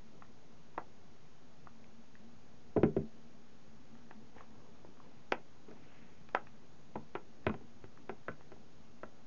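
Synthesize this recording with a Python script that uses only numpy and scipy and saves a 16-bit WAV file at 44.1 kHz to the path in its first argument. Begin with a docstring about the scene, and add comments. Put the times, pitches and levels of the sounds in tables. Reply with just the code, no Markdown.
"""A plastic laptop case is turned in two hands and set down on a wooden desk in a small room.
Each knock is a short swing of the struck spots plus damped modes of case shell, desk top and frame.
Seams tick as one small spot of the case; palms slide on the plastic as shaped, swelling noise.
Behind them a fan far off hums an unsteady tone over a patchy rush of noise.
A small camera microphone takes it all, adding its hiss, thin whines and a constant offset."""
import sys
import numpy as np
from scipy import signal
from scipy.fft import rfft, irfft, next_fast_len
from scipy.io import wavfile
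from scipy.ndimage import uniform_filter1d, map_coordinates

SR = 44100
rng = np.random.default_rng(int(sys.argv[2]) if len(sys.argv) > 2 else 0)


def store_wav(level_fs):
    """Save 16-bit WAV to argv[1]."""
    pcm = np.round(np.clip(np.atleast_2d(level_fs), -1, 1) * 32767)
    wavfile.write(sys.argv[1], SR, pcm.T.astype(np.int16))


N = 408630

# Far fan, spectrum of the rush: (frequency [Hz], relative density [dB per Hz])
FAN_RUSH = [(24, -47), (40, -16), (75, -5), (113, -8.5), (145, -2.5), (193, -7.5), (226, -2.5), (334, -12),
            (396, -10.5), (900, -23), (1170, -59.5), (1980, -120)]
# Far fan, course of the tone before its trim and flutter: (time [s], level [dB])
FAN_TONE = [(0.0, -67), (1.4, -73.5), (2.14, -58.5), (2.6, -65.5), (3.25, -62), (4.54, -58.5), (4.8, -67),
            (7.5, -71.5), (9.27, -85)]
FAN_RUSH_DB = -64  # rms ahead of the microphone response

# Small room, decay of its answer: (frequency [Hz], time to fall 60 dB [s])
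ROOM_DECAY = [(100, 0.2), (500, 0.21), (1500, 0.13), (3000, 0.14), (4000, 0.071), (6000, 0.066)]

# Camera microphone, spectrum of the hiss: (frequency [Hz], relative density [dB per Hz])
MIC_HISS = [(300, -24.5), (700, 0), (1200, -2.5), (2000, -7.5), (3000, -9.5), (4500, -12), (6000, -13),
            (7600, -12)]
# Camera microphone, response with bass and treble roll-off: (frequency [Hz], gain [dB])
MIC_RESPONSE = [(25, -10), (45, 3.5), (70, 1.62), (6600, 2.86), (7000, -2.5), (7250, -12.5), (7500, -23.5)]
# Camera electronics, steady whines: (frequency [Hz], rms level [dB])
CAMERA_WHINES = [(4290, -100), (5329, -101), (6218, -101), (6659, -90)]
MIC_HISS_DB = -69  # rms ahead of the microphone response
BAND_LIMIT_HZ, OFFSET = 7550, -.0057  # offset as a share of full scale

# Palms, strokes on the plastic: (start [s], length [s], drag level [dB], swish level [dB])
PALM_STROKES = [(3.897, 0.22, -72, -79), (4.338, 0.14, -57.5, -69), (4.443, 0.46, -65.5, -85),
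                (4.894, 0.58, -72.5, -79), (5.654, 0.15, -61.5, -77), (5.735, 0.58, -74, -70.5)]
# Pressed skin, spectrum of the drag: (frequency [Hz], relative density [dB per Hz])
DRAG_SPECTRUM = [(200, 1), (380, 0), (480, 5.5), (620, -7), (900, 0), (1300, -9.5), (2000, -27.5)]
# Light skin, spectrum of the swish: (frequency [Hz], relative density [dB per Hz])
SWISH_SPECTRUM = [(700, -25), (1300, -3), (2000, 0), (2700, -3), (3500, -14), (5000, -35)]
STROKE_RISE = 0.29  # share of a stroke spent swelling

# Desk top modes: (frequency [Hz], relative level [dB], time to fall 60 dB at length factor 1 [s])
DESK_TOP = [(151, -1, .2), (204, -4, .22), (225, -2, .23), (258, -2, .13), (300, -2, .1)]
# Desk frame modes: (frequency [Hz], relative level [dB], time to fall 60 dB at length factor 1 [s])
DESK_FRAME = [(76, -7, 0.2), (90, 9.5, 0.14), (118, 13, 0.034)]
# Case shell modes: (frequency [Hz], relative level [dB], time to fall 60 dB at length factor 1 [s])
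CASE_SHELL = [(325, -3, .08), (355, -4, .08), (388, 0, .12), (412, -1, .1), (440, -2, .08), (500, -6, .1),
              (565, -4, .06), (620, -4, .06), (690, -3, .05), (768, 0, .05), (850, -1, .06), (930, -3, .05),
              (1015, -2, .06), (1080, -3, .05), (1180, -4, .05), (1348, -1, .06), (1420, -3, .05),
              (1515, -3, .05), (1650, -3, .05), (1800, -3, .04), (1990, -4, .04), (2130, -4, .04),
              (2280, -3, .04), (2450, -4, .04), (2690, -5, .03), (2900, -8, .03), (3150, -8, .03),
              (3500, -11, .02), (3900, -14, .015)]
# Bare edge of a hard contact, spectrum of the snap: (frequency [Hz], relative level [dB])
SNAP_SPECTRUM = [(2500, -45), (3500, -9.5), (5000, 0.5), (7500, 2)]
# Ribs, edge and corner, stiffer than the case walls: (frequency [Hz], level before hardness [dB],
# narrowness [dB per octave squared], decay of the first blow [cycles])
STIFF_PARTS = [(1458, -0.65, 40, 0.99), (2315, -5.5, 16.5, 0.52), (3056, -9.5, 41.5, 0.76)]
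# Knocks of the case: (first touch [s], wall level [dB], hardness [dB per step of stiffness],
# lid level [dB over walls], snap level [dB over walls], desk top level [dB over walls],
# frame level [dB over walls], lid pitch [Hz], wall pitch [Hz], ring length [factor])
CASE_KNOCKS = [(0.777, -29, -3, -8, -41, -25, -45, 516, 984, 0.43),
               (2.762, -38, -6, 13.5, -51, -18, -8, 380, 690, 0.44),
               (2.766, -30, -4, 2, -56, 2.3, -3.5, 426, 648, 1),
               (2.831, -32.5, -0.5, 12.5, -28.5, 10, -3, 432, 722, 1),
               (2.964, -45.5, -1, 19, -44, 17.5, 8, 420, 650, 1),
               (5.32, -26.5, 1.02, 1.9, -15, -16, -25, 495, 775, 0.29),
               (5.683, -67, 1, 24.5, -20, -2, -35, 292, 614, 0.94),
               (5.71, -54.5, -1, 6, -17, -1, -15, 314, 622, .9),
               (6.347, -27, 0, 5, -21.5, -32, -36, 710, 1380, 0.35),
               (6.954, -39.5, -2.5, -0.8, -49, -0.5, -7.5, 517, 870, 0.84),
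               (7.15, -36.5, -0.5, 0, -37, -20, -20.5, 410, 972, 1),
               (7.465, -26, -0.5, -3, -39, -6, -5.5, 424, 670, 0.42),
               (7.493, -35.5, -1.5, -3, -36, 2.5, -6, 390, 1026, 0.6),
               (7.539, -42.5, -1.5, -3.5, -33, -5, -5, 401, 702, 0.87),
               (7.608, -58, -2, 7.5, -23, 3, -1, 310, 790, 0.3),
               (7.839, -53.5, 0, 7.5, -25, -10, 4.5, 415, 740, 0.4),
               (8.092, -39.5, -0.5, 2, -28, -6.5, -26, 433, 770, 0.75),
               (8.281, -36.5, -1.5, -1.5, -40, -7, -12.5, 516, 1390, 1),
               (8.517, -48, -1.5, 1, -21, -10, -13, 440, 674, 1),
               (9.031, -46, -1.5, 3.5, -49, -4, -27, 595, 1380, 0.66)]
# Seam ticks: (first touch [s], level [dB], pitch [Hz], focus [0-1, higher is narrower])
SEAM_TICKS = [(0.221, -44.5, 1200, .4), (0.247, -61, 1400, .4), (0.746, -58.5, 950, 0.95),
              (1.67, -44.5, 1100, 0.52), (1.841, -55.5, 2500, 0.54), (2.152, -52, 1840, 0.71),
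              (3.951, -55.5, 1110, 0.23), (4.109, -43.5, 1090, 0.15), (4.381, -55, 1700, 0.59),
              (4.406, -46, 1140, 0.57), (4.847, -47, 585, 0.18), (4.887, -51, 305, .45),
              (4.97, -61, 1300, .4), (5.0, -50.5, 1040, 0.83), (6.288, -48, 2160, 0.13),
              (6.368, -37, 1340, 0.87), (6.469, -49.5, 1580, 0.22), (7.443, -60, 1600, .35),
              (7.973, -54.5, 1380, 0.56), (8.317, -56, 2300, .4), (8.408, -50, 880, 0.15),
              (8.563, -56, 710, .4)]
# Ring over the first blow [dB], ring length [factor], narrowness at focus 1 [dB per octave squared]
TICK_RING_DB, TICK_LENGTH, TICK_NARROW_DB = -2.5, 0.23, 24
# Ring over the first blow at snap 0 dB [dB], its loss [dB per dB of snap], touch to full blow [s]
KNOCK_RING_DB, RING_LOSS, LEAD_S = -8.5, 0.15, 0.001704


def amp(db):
    """Gain of a level in dB."""
    return 10 ** (np.asarray(db) / 20)


def unit(x):
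    """x at rms 1."""
    return x / np.sqrt(np.mean(x ** 2) + 1e-20)


def along(points, hz):
    """Interpolate (Hz, value) points on a log frequency axis."""
    f, v = np.transpose(points)
    return np.interp(np.log(hz + 1), np.log(f + 1), v)


def curve(rows):
    """(s, dB) rows as one level per sample, -140 dB outside the rows."""
    times, levels = np.transpose(rows)
    return np.interp(np.arange(N) / SR, times, levels, left=-140, right=-140)


def wobble(rate):
    """A smooth random curve, rate knots a second."""
    knots = rng.standard_normal(int(N * rate / SR) + 4)
    return map_coordinates(knots, [np.arange(N) * rate / SR])


def coloured(x, spectrum):
    """x shaped by (Hz, dB) points."""
    m = next_fast_len(len(x) + 8192)
    gain = amp(along(spectrum, np.fft.rfftfreq(m, 1 / SR)))
    return irfft(rfft(x, m) * gain, m)[:len(x)]


def fan():
    """The far fan: a tone unsteady in pitch and level over a rush patchy in time and frequency."""
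    z = signal.stft(rng.standard_normal(N), nperseg=512)[2]
    patches = uniform_filter1d(rng.standard_normal(z.shape), 6, 0)
    patches = unit(uniform_filter1d(patches, 10, 1))
    rush = signal.istft(z * amp(1.4 * patches), nperseg=512)[1][:N]
    pitch_hz = 228 + 7 * wobble(14)
    tone_db = curve(FAN_TONE) - 6.5 + 4.5 * wobble(16)
    tone = np.sin(2 * np.pi * np.cumsum(pitch_hz) / SR) * amp(tone_db)
    return amp(FAN_RUSH_DB) * unit(coloured(rush, FAN_RUSH)) + tone


def room(x):
    """The walls answer 3.77 ms later with noise, each frequency dying at its own speed."""
    hz, t, z = signal.stft(rng.standard_normal(SR // 3), SR, nperseg=256)
    decay = amp(-60 * t / along(ROOM_DECAY, hz)[:, None])
    tail = signal.istft(z * decay, SR, nperseg=256)[1]
    delayed = np.pad(x, (round(0.00377 * SR), 0))
    return signal.fftconvolve(delayed, tail / np.linalg.norm(tail))[:len(x)]


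def palms():
    """Pressed skin drags in grains through the panels; light skin swishes more smoothly."""
    t = np.arange(N) / SR
    grains = rng.standard_normal(N) * amp(3.5 * wobble(200) + 2.5 * wobble(40))
    smooth = rng.standard_normal(N) * amp(1.5 * wobble(60))
    drag_gain, swish_gain = np.zeros(N), np.zeros(N)
    for s, length, drag_db, swish_db in PALM_STROKES:
        swell = np.interp(t, [s, s + STROKE_RISE * length, s + length], [0, 1, 0])
        drag_gain += amp(drag_db) * swell
        swish_gain += amp(swish_db) * swell
    drag = drag_gain * unit(coloured(grains, DRAG_SPECTRUM))
    swish = swish_gain * unit(coloured(smooth, SWISH_SPECTRUM))
    return drag + swish


def push(t, hz, cycles):
    """The first blow: a brief swing of the struck spot, decaying by e in so many cycles, peak 1."""
    u = t * hz / cycles
    wave = u * u * np.exp(-u) * np.sin(2 * np.pi * hz * t)
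    return wave / np.abs(wave).max()


def ring(modes, t, reach_db, length, order):
    """Damped modes, peak 1, redrawn for each blow; reach_db(Hz) is how well it reaches each mode."""
    hz, db, t60 = np.transpose(modes)[:, :, None]
    db = db + reach_db(hz) + 2 * rng.standard_normal(hz.shape)
    hz = hz * (1 + .008 * rng.standard_normal(hz.shape))
    # every order-th mode starts opposed, so the sum swells and beats
    sign = np.where(np.arange(len(hz))[:, None] % order, 1, -1)
    decay = amp(db - 60 * t / (length * t60))
    waves = (sign * np.sin(2 * np.pi * hz * t) * decay).sum(0)
    waves = waves * (1 - np.exp(-t / .0008))  # soft onset
    return waves / np.abs(waves).max()


def part(t, hz, narrow_db, cycles, ring_db, length):
    """One spot of the case: its first blow and the shell modes near it."""
    def reach_db(f):
        return -narrow_db * np.log2(f / hz) ** 2
    return push(t, hz, cycles) + amp(ring_db) * ring(CASE_SHELL, t, reach_db, length, order=4)


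def desk_blow(t, modes, push_hz, cycles, push_gain, length):
    """The desk top or frame: all its modes and one low first blow."""
    modes_ring = ring(modes, t, np.zeros_like, length, order=2)
    return modes_ring + push_gain * push(t, push_hz, cycles)


def edge_snap(t):
    """A bare hard edge: a burst of bright noise, gone in milliseconds, and one high first blow."""
    noise = unit(coloured(rng.standard_normal(len(t)), SNAP_SPECTRUM))
    return noise * amp(-60 * t / 0.0058 - 6.0) + 3.15 * push(t, 3950, cycles=0.47)


def add(out, s, blow):
    """A corner touches lightly just before the full blow, which the room answers."""
    touch, full = round(s * SR), round((s + LEAD_S) * SR)
    out[touch:][:len(blow)] += amp(-18) * blow
    out[full:][:len(blow)] += blow + amp(-12.0) * room(blow)


def contacts():
    """Knocks ring lid, walls and stiffer parts and shake the desk; a tick rings one spot."""
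    out, t = np.zeros(N + SR), np.arange(SR // 3) / SR
    for s, db, hard_db, lid_db, snap_db, desk_db, frame_db, lid_hz, wall_hz, length in CASE_KNOCKS:
        ring_db = KNOCK_RING_DB - RING_LOSS * snap_db
        lid = amp(lid_db) * part(t, lid_hz, 31.0, 0.34, ring_db, length)
        shell = lid + part(t, wall_hz, 45, 0.73, ring_db, length)
        for k, (hz, level_db, narrow_db, cycles) in enumerate(STIFF_PARTS):
            stiff_db = level_db + (k + 3.5) * hard_db  # hardness counts more on each stiffer part
            shell = shell + amp(stiff_db) * part(t, hz, narrow_db, cycles, ring_db, length)
        desk = amp(desk_db) * desk_blow(t, DESK_TOP, 158.4, 0.36, 1.36, length)
        boom = amp(frame_db) * desk_blow(t, DESK_FRAME, 58, 0.17, 0.28, length)
        snap = amp(snap_db) * edge_snap(t)
        add(out, s, amp(db) * (shell + desk + boom + snap))
    for s, db, hz, focus in SEAM_TICKS:
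        # focus also sets the decay of the first blow, in cycles
        tick = part(t, hz, TICK_NARROW_DB * focus, focus, TICK_RING_DB, TICK_LENGTH)
        add(out, s, amp(db) * tick)
    return out[:N]


def scene():
    """Far fan, palms and laptop at one microphone."""
    return (fan() + palms() + contacts())[None]


def record(dry):
    """The camera adds hiss, thin whines and an offset, and keeps nothing above its band limit."""
    t = np.arange(N) / SR
    hiss = amp(MIC_HISS_DB) * unit(coloured(rng.standard_normal(N), MIC_HISS))
    x = coloured(dry[0] + hiss, MIC_RESPONSE)
    for hz, db in CAMERA_WHINES:
        x = x + np.sqrt(2) * amp(db) * np.sin(2 * np.pi * hz * t)
    m = next_fast_len(N + 8192)
    in_band = np.fft.rfftfreq(m, 1 / SR) < BAND_LIMIT_HZ
    return irfft(rfft(x, m) * in_band, m)[None, :N] + OFFSET


dry = scene()
out = record(dry)
store_wav(out)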